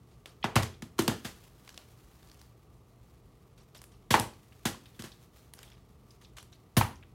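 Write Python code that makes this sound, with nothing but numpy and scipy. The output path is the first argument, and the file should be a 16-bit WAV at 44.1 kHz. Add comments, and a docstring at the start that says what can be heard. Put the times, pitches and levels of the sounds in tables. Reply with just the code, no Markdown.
"""A soft ventilation rumble and hum, a quick slosh, then a part-filled thin plastic bottle hits a flight case.
It is flipped three times in a small carpeted room: twice it knocks on the lid and tumbles to the floor,
the third time it stays on the lid. Grain swarms crackle the crushed shell, damped modes thump and knock,
a falling ring makes each water slap; short rising rings make the bubbles and the cap's tick on the wall.
Hands crinkle the bottle between throws, sleeves rustle as filtered noise, and decaying noise echoes it all."""
import sys
import numpy as np
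from scipy import signal
from scipy.fft import rfft, irfft
from scipy.io import wavfile
from scipy.ndimage import uniform_filter1d

SR = 44100
rng = np.random.default_rng(int(sys.argv[2]) if len(sys.argv) > 2 else 0)


def generate_wav(sig):
    """Save sig (samples, or channels by samples) to the path in sys.argv[1] as 16-bit PCM at SR."""
    pcm = np.round(np.clip(np.atleast_2d(sig).T, -1, 1) * 32767).astype(np.int16)
    wavfile.write(sys.argv[1], SR, pcm)


N = 315005
TIME = np.arange(N) / SR
SHORT = TIME[:SR // 2]  # the half second that one event may last

# ventilation colour: pitch_hz, relative_level_db
ROOM_TONE_COLOUR = [(15, -38), (25, -11), (53, -2.5), (92, -8.5), (123, -7.5), (263, -17), (451, -17.5),
                    (560, -26.5), (659, -24), (1070, -29.5), (1160, -23), (1650, -45.5), (1940, -37.5),
                    (14000, -57.5), (16000, -52)]
# room reverb: pitch_hz, t60_s, level_db against the direct sound
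ROOM_REVERB = [(80, 0.3, -4.5), (158, 0.25, -4), (324.4, 0.35, -1.5), (870, .27, -5.5), (2500, 0.35, -10.5),
               (6000, .3, -6.5), (14000, 0.25, -8)]
# standing waves between the walls: pitch_hz, t60_s, level_db
STANDING_WAVES = [(87, 0.84, -7), (126, 0.97, -20), (157, 0.29, -12)]
# colour of sleeve and skin friction: pitch_hz, relative_level_db
CLOTH_COLOUR = [(200, -6), (700, -2.5), (2000, -4), (4000, -6), (8000, -9), (13000, -9.5), (16000, -11.5)]
# arm reaching out or drawing back: start_s, length_s, level_db
ARM_REACHES = [(1.046, 0.42, -64), (1.47, 0.97, -67.5), (2.95, 0.19, -72.5), (4.276, 0.72, -69),
               (4.805, 0.44, -68), (5.308, 0.091, -64), (5.55, 0.11, -67.5), (6.028, 0.091, -69)]
# short chirping blips: the cap's tick against the wall (first row), then the loudest bubbles;
# before the mix trim in blips(): start_s, level_db, pitch_hz
LOUD_BLIPS = [(0.4282, -32, 3420), (4.5227, -51.5, 2970), (4.857, -47, 3980), (5.1184, -43.5, 4190),
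              (5.631, -43, 3960), (5.7177, -49, 3700), (6.1063, -49.5, 5560), (6.248, -47.5, 4000),
              (6.528, -48.5, 4200), (7.0273, -46.5, 2700)]
# throws; the water changes ends at every half turn: release_s, half_turn_s, slosh_db
FLIPS = [(0.111, 0.15, -58), (3.576, 0.17, -52), (6.212, .154, -50)]
# slosh offset_db at the release, after half a turn, after a whole turn
TURN_OFFSETS_DB = [-10, -0.5, -13.5]
# a hand lifts or rights the bottle: start_s, length_s, slosh_db, crinkle_db
HAND_LIFTS = [(1.648, 0.12, -71, -50), (2.22, 0.2, -75, -53), (5.56, .2, -62, -53)]
# colour of the thin plastic shell: pitch_hz, relative_level_db
SHELL_COLOUR = [(200, -16), (450, 0.5), (750, 0.5), (1200, 0), (1800, 1), (2400, -3.5), (3100, 0),
                (4000, -4.5), (6000, -6.5), (9000, -10.5), (13000, -13.5), (16000, -24)]
# loudest dents snapping in or out: start_s, level_db, pitch_hz
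LOUD_DENTS = [(0.2579, -32, 2380), (0.6318, -24, 5600), (1.022, -28.5, 9040), (1.253, -29, 3500),
              (1.677, -39, 2150), (1.6917, -35.5, 4060), (1.743, -43, 3980), (1.7768, -31, 3130),
              (2.298, -47, 3500), (2.3152, -43, 5050), (2.415, -42.5, 5000), (3.749, -47, 4060),
              (3.8169, -38, 9500), (3.84, -40, 10000), (4.198, -16.5, 8950), (5.022, -32, 5500),
              (5.5365, -34.5, 11000), (5.59, -39, 5380), (5.6302, -38.5, 9150), (6.384, -34, 2940),
              (6.428, -42.5, 9000)]
# flight case panel modes, ringing freely: pitch_hz, relative_level_db, free_t60_s
CASE_MODES = [(521, -3, 0.28), (622, -4, .18), (770, 0.5, 0.064), (1010, 2, 0.14), (1060, -1, .2),
              (1288, -15, .18), (1475, -8, .18), (1840, -2, .17), (2127, -5.5, 0.089), (2220, -13.5, 0.13)]
# metal latch modes, before the cap in lid(): pitch_hz, relative_level_db, free_t60_s
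LATCH_MODES = [(9730, 4, 0.15), (9860, 7.5, 0.22), (12750, 2, 0.16)]
# blows on the lid: start_s, panels_db, latches_db
LID_HITS = [(.558, -41.5, -51), (4.108, -34, -52.5), (4.199, -61, -54), (6.7755, -27.5, -29.5)]
# water slamming shut on a pocket of air:
# start_s, settled_pitch_hz, level_db, t60_s, click_db, case_contact (0 to 1)
WATER_SLAPS = [(0.4422, 783, -15.5, 0.0066, -15.5, 0.2), (0.5644, 780, -9.5, 0.0036, -10.5, 1),
               (0.989, 936, -21, 0.0086, -34, 0.1), (1.08, 657, -18, 0.0032, -19.5, 0.2),
               (4.141, 834, -6, .018, -6.5, 0.9), (4.745, 980, -42.5, 0.021, -56, .06),
               (6.8115, 834, -11.5, 0.0087, -24.5, 0.92)]
# water's weight booming in the bottle and what lies under it: pitch_hz, relative_level_db, t60_s
THUMP_MODES = [(106, 1.5, 0.073), (199.5, -1, 0.028), (348.8, -1.5, 0.048)]
# hits on lid, wall or carpet; a softer contact pushes at a lower pitch:
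# start_s, crush_db, crush_decay_s, thump_db, push_hz
IMPACTS = [(0.4412, -38.5, 0.0035, -24.5, 205), (.5555, -22.5, 0.012, -11, 154),
           (.623, -37, 0.014, -29.5, 150), (.8218, -39, 0.0051, -31.5, 200), (.982, -38, 0.0038, -50, 300),
           (.9895, -24.5, .011, -12.5, 307), (1.0785, -19, 0.0039, -16.5, 218),
           (1.246, -38, .026, -30.5, 186), (4.1045, -24.5, 0.027, -17.5, 169),
           (4.141, -29, 0.013, -18.5, 270), (4.191, -36, .005, -22.5, 170),
           (4.6527, -26, 0.018, -19.5, 237), (4.991, -44.5, 0.02, -33.5, 215),
           (5.036, -44.5, 0.025, -34.5, 237), (6.7665, -22, 0.015, -9, 159.4)]

ARM_ATTACK_S, ARM_RELEASE_S, ARM_REST_DB = 0.062, 0.095, -75
SETTLE_S, SETTLE_DB, SETTLE_HZ = 0.21, -53.5, 3750  # shaken water goes on bubbling
SLOSH_RISE_S, SLOSH_DECAY_S, SLOSH_TILT_DB = 0.0032, 0.022, 0.73  # tilts are in dB per octave
LIFT_RISE_SHARE, LIFT_DECAY_SHARE, LIFT_TILT_DB = 0.12, 0.55, -2  # shares of the lift's length
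CRINKLE_HZ = 5260  # small dents under the fingers
DENT_SPREAD_DB, CHURN_SPREAD_DB = 5, 7  # unevenness of the grains
LATCH_LONGEST_T60_S, PANEL_T60_SHARE = 0.04, 0.25
CRUSH_RISE_SHARE, CRUSH_TILT_DB = 0.15, 0.64  # rise as a share of the decay
REBOUND_DB, REBOUND_AFTER_S, REBOUND_DECAY_S, REBOUND_TILT_DB = -22, 0.014, 0.024, -0.5
THUMP_LAG_CYCLES, PUSH_FALL_DB = 0.6, 14  # loss per octave between mode and push


def undb(db):
    """Decibels to gain."""
    return 10 ** (np.asarray(db) / 20)


def unit(x):
    """Scale to rms 1."""
    return x / np.sqrt(np.mean(x ** 2))


def add(out, start_s, x):
    """Mix x into out at its start time."""
    i = max(int(start_s * SR), 0)
    out[i:i + len(x)] += x[:max(len(out) - i, 0)]


def band(x, lo_hz, hi_hz, order=2):
    """Causal band-pass."""
    edges = [lo_hz, min(hi_hz, SR / 2 - 1000)]
    return signal.sosfilt(signal.butter(order, edges, "band", fs=SR, output="sos"), x)


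def colour(x, points, tilt_db=0):
    """Minimum-phase filter of unit power through (Hz, dB) points, tilted by dB per octave."""
    size = 4096
    hz, db = np.transpose(points)
    tilted_db = db + tilt_db * np.log2(hz / hz[0])
    octave = np.log2(np.maximum(np.fft.rfftfreq(size, 1 / SR), 1))
    cepstrum = irfft(np.log(undb(np.interp(octave, np.log2(hz), tilted_db))))
    # folding the cepstrum forward in time makes the filter causal
    cepstrum[1:size // 2] *= 2
    cepstrum[size // 2 + 1:] = 0
    response = irfft(np.exp(rfft(cepstrum)))
    return signal.fftconvolve(x, response / np.linalg.norm(response))[:len(x)]


def fade(t60):
    """Exponential ring-down, 60 dB in t60 seconds."""
    return np.exp(-np.log(1000) * SHORT / t60)


def ring(hz, t60, rise, glide=0, glide_s=0.001):
    """A damped resonance swells while it is pushed; its pitch starts off by the share glide and settles."""
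    t = SHORT[SHORT < 2 * t60]
    swell = np.exp(-np.log(1000) * t / t60) * (1 - np.exp(-(t / rise) ** 2))
    pitch = hz * (1 + glide * np.exp(-t / glide_s))
    tone = np.sin(2 * np.pi * np.cumsum(pitch) / SR)
    return np.pad(swell / swell.max() * tone, (0, len(SHORT) - len(t)))


def grains(size, spread_db):
    """Dense clicks of very unequal strength, even in power over a few milliseconds."""
    clicks = rng.standard_normal(size) * undb(spread_db * rng.standard_normal(size))
    return clicks / np.sqrt(uniform_filter1d(clicks ** 2, size=400) + 1e-9)


def sprinkle(start_s, length_s, db, hz, count, spread_db=3, spread_octaves=0.42):
    """Strew small events loosely over a stretch of time, as rows of start_s, level_db, pitch_hz."""
    when = start_s + length_s * (np.arange(count) + rng.random(count)) / count
    loud, size = rng.standard_normal((count, 2)).T
    return list(zip(when, db + spread_db * loud, hz * 2 ** (spread_octaves * size)))


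def background(air_db=-58, hum_db=-66, hum_hz=120, waver_db=2):
    """Ventilation rumbles as coloured noise beside a mains hum whose level wavers."""
    air = unit(colour(rng.standard_normal(N), ROOM_TONE_COLOUR)) * undb(air_db)
    waver = waver_db * unit(band(rng.standard_normal(N), 1, 6, order=1))
    hum = np.sqrt(2) * np.sin(2 * np.pi * hum_hz * TIME)
    return air + undb(hum_db + waver) * hum


def echoes(first_echo_s=0.0061, build_s=0.0037, echo_spread_db=4):
    """Near walls scatter sound into a short tail, fading by band; standing waves hold the bass."""
    hz, t60, db = np.transpose(ROOM_REVERB)
    scatter = rfft(grains(len(SHORT), echo_spread_db))
    bins = np.fft.rfftfreq(len(SHORT), 1 / SR)
    edges = 44 * 2 ** np.arange(0, 9.1, 0.5)  # half octaves
    arrival = np.clip((SHORT - first_echo_s) / build_s, 0, 1)
    tail = np.zeros(len(SHORT))
    for lo, hi in zip(edges, edges[1:]):
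        centre = np.log(lo * hi) / 2
        band_t60 = np.interp(centre, np.log(hz), t60)
        band_db = np.interp(centre, np.log(hz), db)
        part = irfft(scatter * ((bins >= lo) & (bins < hi)), len(SHORT)) * fade(band_t60) * arrival
        width_gain = np.sqrt(2 * (hi - lo) / SR)  # each band's share of a flat spectrum
        tail += part / np.sqrt(np.sum(part ** 2)) * width_gain * undb(band_db)
    for mode_hz, mode_t60, mode_db in STANDING_WAVES:
        decay = fade(mode_t60)
        tail += undb(mode_db) * 2 * np.sin(2 * np.pi * mode_hz * SHORT) * decay / decay.sum()
    return tail


def rustle(flutter_db=2.5):
    """Cloth friction: a fine hiss swells with each move of the arm, catching and letting go."""
    effort = np.full(N, undb(ARM_REST_DB))
    for start_s, length_s, db in ARM_REACHES:
        attack = np.clip((TIME - start_s) / ARM_ATTACK_S, 0, 1)
        release = np.exp(-np.maximum(TIME - start_s - length_s, 0) / ARM_RELEASE_S)
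        effort = np.maximum(effort, undb(db) * attack * release)
    catch = unit(band(rng.standard_normal(N), 4, 35, order=1))
    fibres = grains(N, 5)
    return colour(fibres, CLOTH_COLOUR) * effort * undb(flutter_db * catch)


def blip(hz, t60=0.012, glide=-0.11):
    """One short rising chirp, as of a small bubble nearing the surface."""
    return ring(hz, t60, rise=0.00022, glide=glide, glide_s=0.0055)


def blips(table, count=12, scatter_s=0.01, spread_octaves=0.43, main_db=-2, small_db=-11):
    """A bubble or the cap's tick chirps, and softer chirps higher and lower ring after it."""
    out = np.zeros(N)
    for start_s, db, hz in table:
        add(out, start_s, undb(db + main_db) * blip(hz))
        for late, size in zip(rng.random(count), rng.standard_normal(count)):
            small_hz = min(hz * 2 ** (spread_octaves * size), SR / 3)
            add(out, start_s + late ** 2 * scatter_s, undb(db + small_db) * blip(small_hz))
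    return out


def sloshes():
    """Water runs along the wall, briefly in flight and slowly in the hand; rows as for crackle()."""
    rows = []
    for release_s, half_turn_s, db in FLIPS:
        for k, turn_db in enumerate(TURN_OFFSETS_DB):
            start_s = release_s + k * half_turn_s
            rows.append((start_s, db + turn_db, SLOSH_RISE_S, SLOSH_DECAY_S, SLOSH_TILT_DB))
    for start_s, length_s, db, _ in HAND_LIFTS:
        rows.append((start_s, db, LIFT_RISE_SHARE * length_s, LIFT_DECAY_SHARE * length_s, LIFT_TILT_DB))
    return rows


def froth(count=26, centre_hz=4200, spread_octaves=0.7, bubble_db=-3):
    """Each slosh folds in many tiny bubbles; a duller slosh makes larger ones."""
    out = np.zeros(N)
    for start_s, db, rise, decay, tilt_db in sloshes():
        for late, size, loud in zip(rng.random(count), *rng.standard_normal((2, count))):
            hz = min(centre_hz * 2 ** (spread_octaves * size + 0.38 * tilt_db), SR / 3)
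            gain = undb(db + bubble_db + 1.4 * loud)
            add(out, start_s + late * (rise + 2 * decay), gain * blip(hz))
    return out


def dents(table, snap_t60=0.016, shell_db=-5, stiffness_db=1.5):
    """A dent pops through with a snap; the smaller its panel, the higher and brighter it is."""
    out = np.zeros(N)
    for start_s, db, hz in table:
        snap = grains(len(SHORT), DENT_SPREAD_DB) * fade(snap_t60)
        shell = colour(snap, SHELL_COLOUR, stiffness_db * np.log2(hz / 4000))
        panel = band(snap, hz / 1.3, hz * 1.1, order=1)
        pop = undb(shell_db) * shell + panel
        add(out, start_s, undb(db) * 4 * pop / np.linalg.norm(pop))  # equal energy for equal level
    return out


def lid(ring_db=-5, rattle_db=1, rattle_t60=0.1):
    """The panels knock, damped by the bottle on them; small steel catches rattle and ring briefly."""
    out = np.zeros(N)
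    knock = sum(undb(db) * ring(hz, PANEL_T60_SHARE * t60, rise=0.001) for hz, db, t60 in CASE_MODES)
    jingle = sum(undb(db + ring_db) * ring(hz, min(t60, LATCH_LONGEST_T60_S), rise=0.00091)
                 for hz, db, t60 in LATCH_MODES)
    for start_s, panels_db, latches_db in LID_HITS:
        rattle = unit(band(grains(len(SHORT), 2), 9300, 15000)) * fade(rattle_t60) * undb(rattle_db)
        add(out, start_s, undb(panels_db) * knock + undb(latches_db) * (jingle + rattle))
    return out


def slaps(aside_db, rise=0.0015, click_hz=2400, click_t60=0.0027, shell_db=-13, shell_t60=0.09,
          case_db=-36, churn_db=-18, churn_t60=0.11):
    """Water's shock clicks the shell, trapped air rings downward, and the churn shakes what it stands on."""
    out = np.zeros(N)
    case = sum(undb(case_db + mode_db) * ring(mode_hz, mode_t60, rise=0.002)
               for mode_hz, mode_db, mode_t60 in CASE_MODES)
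    for start_s, hz, db, t60, click_db, contact in WATER_SLAPS:
        shock = -ring(click_hz, click_t60, rise=0.0001)
        shell_grains = grains(len(SHORT), 1.2) * fade(shell_t60)
        shell = colour(shell_grains, SHELL_COLOUR, tilt_db=-3.5) * undb(shell_db)
        pocket = undb(aside_db) * ring(hz, t60, rise, glide=0.46, glide_s=0.0013)
        churn = unit(band(grains(len(SHORT), CHURN_SPREAD_DB), 840, 2500)) * fade(churn_t60) * undb(churn_db)
        body = pocket + churn + contact * case
        add(out, start_s, undb(db) * body + undb(click_db) * (shock + shell))
    return out


def crushes():
    """Each landing crushes the shell, which springs back more softly; rows as for crackle()."""
    rows = []
    rebound_rise = CRUSH_RISE_SHARE * REBOUND_DECAY_S
    for start_s, db, decay, _, _ in IMPACTS:
        rows.append((start_s, db, CRUSH_RISE_SHARE * decay, decay, CRUSH_TILT_DB))
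        rows.append((start_s + REBOUND_AFTER_S, db + REBOUND_DB, rebound_rise, REBOUND_DECAY_S,
                     REBOUND_TILT_DB))
    return rows


def crackle(table, spread_db):
    """Swarms of tiny shell clicks swell and die away: start_s, level_db, rise_s, decay_s, tilt_db per octave."""
    out = np.zeros(N)
    for start_s, db, rise, decay, tilt_db in table:
        swell = np.minimum(SHORT / rise, 1) * np.exp(-np.maximum(SHORT - rise, 0) / decay)
        swarm = grains(len(SHORT), spread_db) * swell
        add(out, start_s, undb(db) * colour(swarm, SHELL_COLOUR, tilt_db))
    return out


def thumps(rise_cycles=0.97, surge_db=-25, surge_t60=0.19, surge_ratio=1.5):
    """Modes near the push's pitch answer most, low notes come later, and the water surges on unevenly."""
    out = np.zeros(N)
    for start_s, _, _, db, push_hz in IMPACTS:
        for hz, mode_db, t60 in THUMP_MODES:
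            gain = undb(db + mode_db - PUSH_FALL_DB * abs(np.log2(hz / push_hz)))
            add(out, start_s + THUMP_LAG_CYCLES / hz, gain * ring(hz, t60, rise_cycles / hz))
        surge = unit(band(grains(len(SHORT), 2), push_hz / surge_ratio, push_hz * surge_ratio))
        add(out, start_s, undb(db + surge_db) * surge * fade(surge_t60))
    return out


def bottle(snaps, chirps, aside_db=0):
    """Bottle and case sounding in one direction; thumps and air pocket carry less to the sides."""
    landings = crackle(crushes(), spread_db=4.0) + undb(aside_db) * thumps() + slaps(aside_db) + lid()
    sloshing = crackle(sloshes(), spread_db=3.5) + froth()
    return landings + dents(snaps) + blips(chirps) + sloshing


def scene(wall_count=4):
    """Mix the direct sound with the walls' echoes, each wall hearing its own draw of the crackle."""
    arm = rustle()
    snaps = list(LOUD_DENTS)
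    for start_s, length_s, _, crinkle_db in HAND_LIFTS:
        snaps += sprinkle(start_s, length_s, crinkle_db, CRINKLE_HZ, count=6)
    chirps = list(LOUD_BLIPS)
    for start_s, *_ in list(WATER_SLAPS) + list(HAND_LIFTS):
        chirps += sprinkle(start_s, SETTLE_S, SETTLE_DB, SETTLE_HZ, count=3)
    walls = np.zeros(N)
    for _ in range(wall_count):
        toward_wall = bottle(snaps, chirps, aside_db=-2.5) + arm
        walls += signal.fftconvolve(toward_wall, echoes())[:N] / np.sqrt(wall_count)
    return (bottle(snaps, chirps) + arm + walls + background())[None]


def record(dry):
    """The phone microphone sheds the deep bass, rounds the loudest peaks and cuts the top."""
    thinned = signal.sosfilt(signal.butter(8, 43, "high", fs=SR, output="sos"), dry)
    ceiling = 0.6
    rounded = ceiling * np.tanh(thinned / ceiling)
    return signal.sosfilt(signal.ellip(10, 0.2, 80, 15900, fs=SR, output="sos"), rounded)


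dry = scene()
out = record(dry)
generate_wav(out)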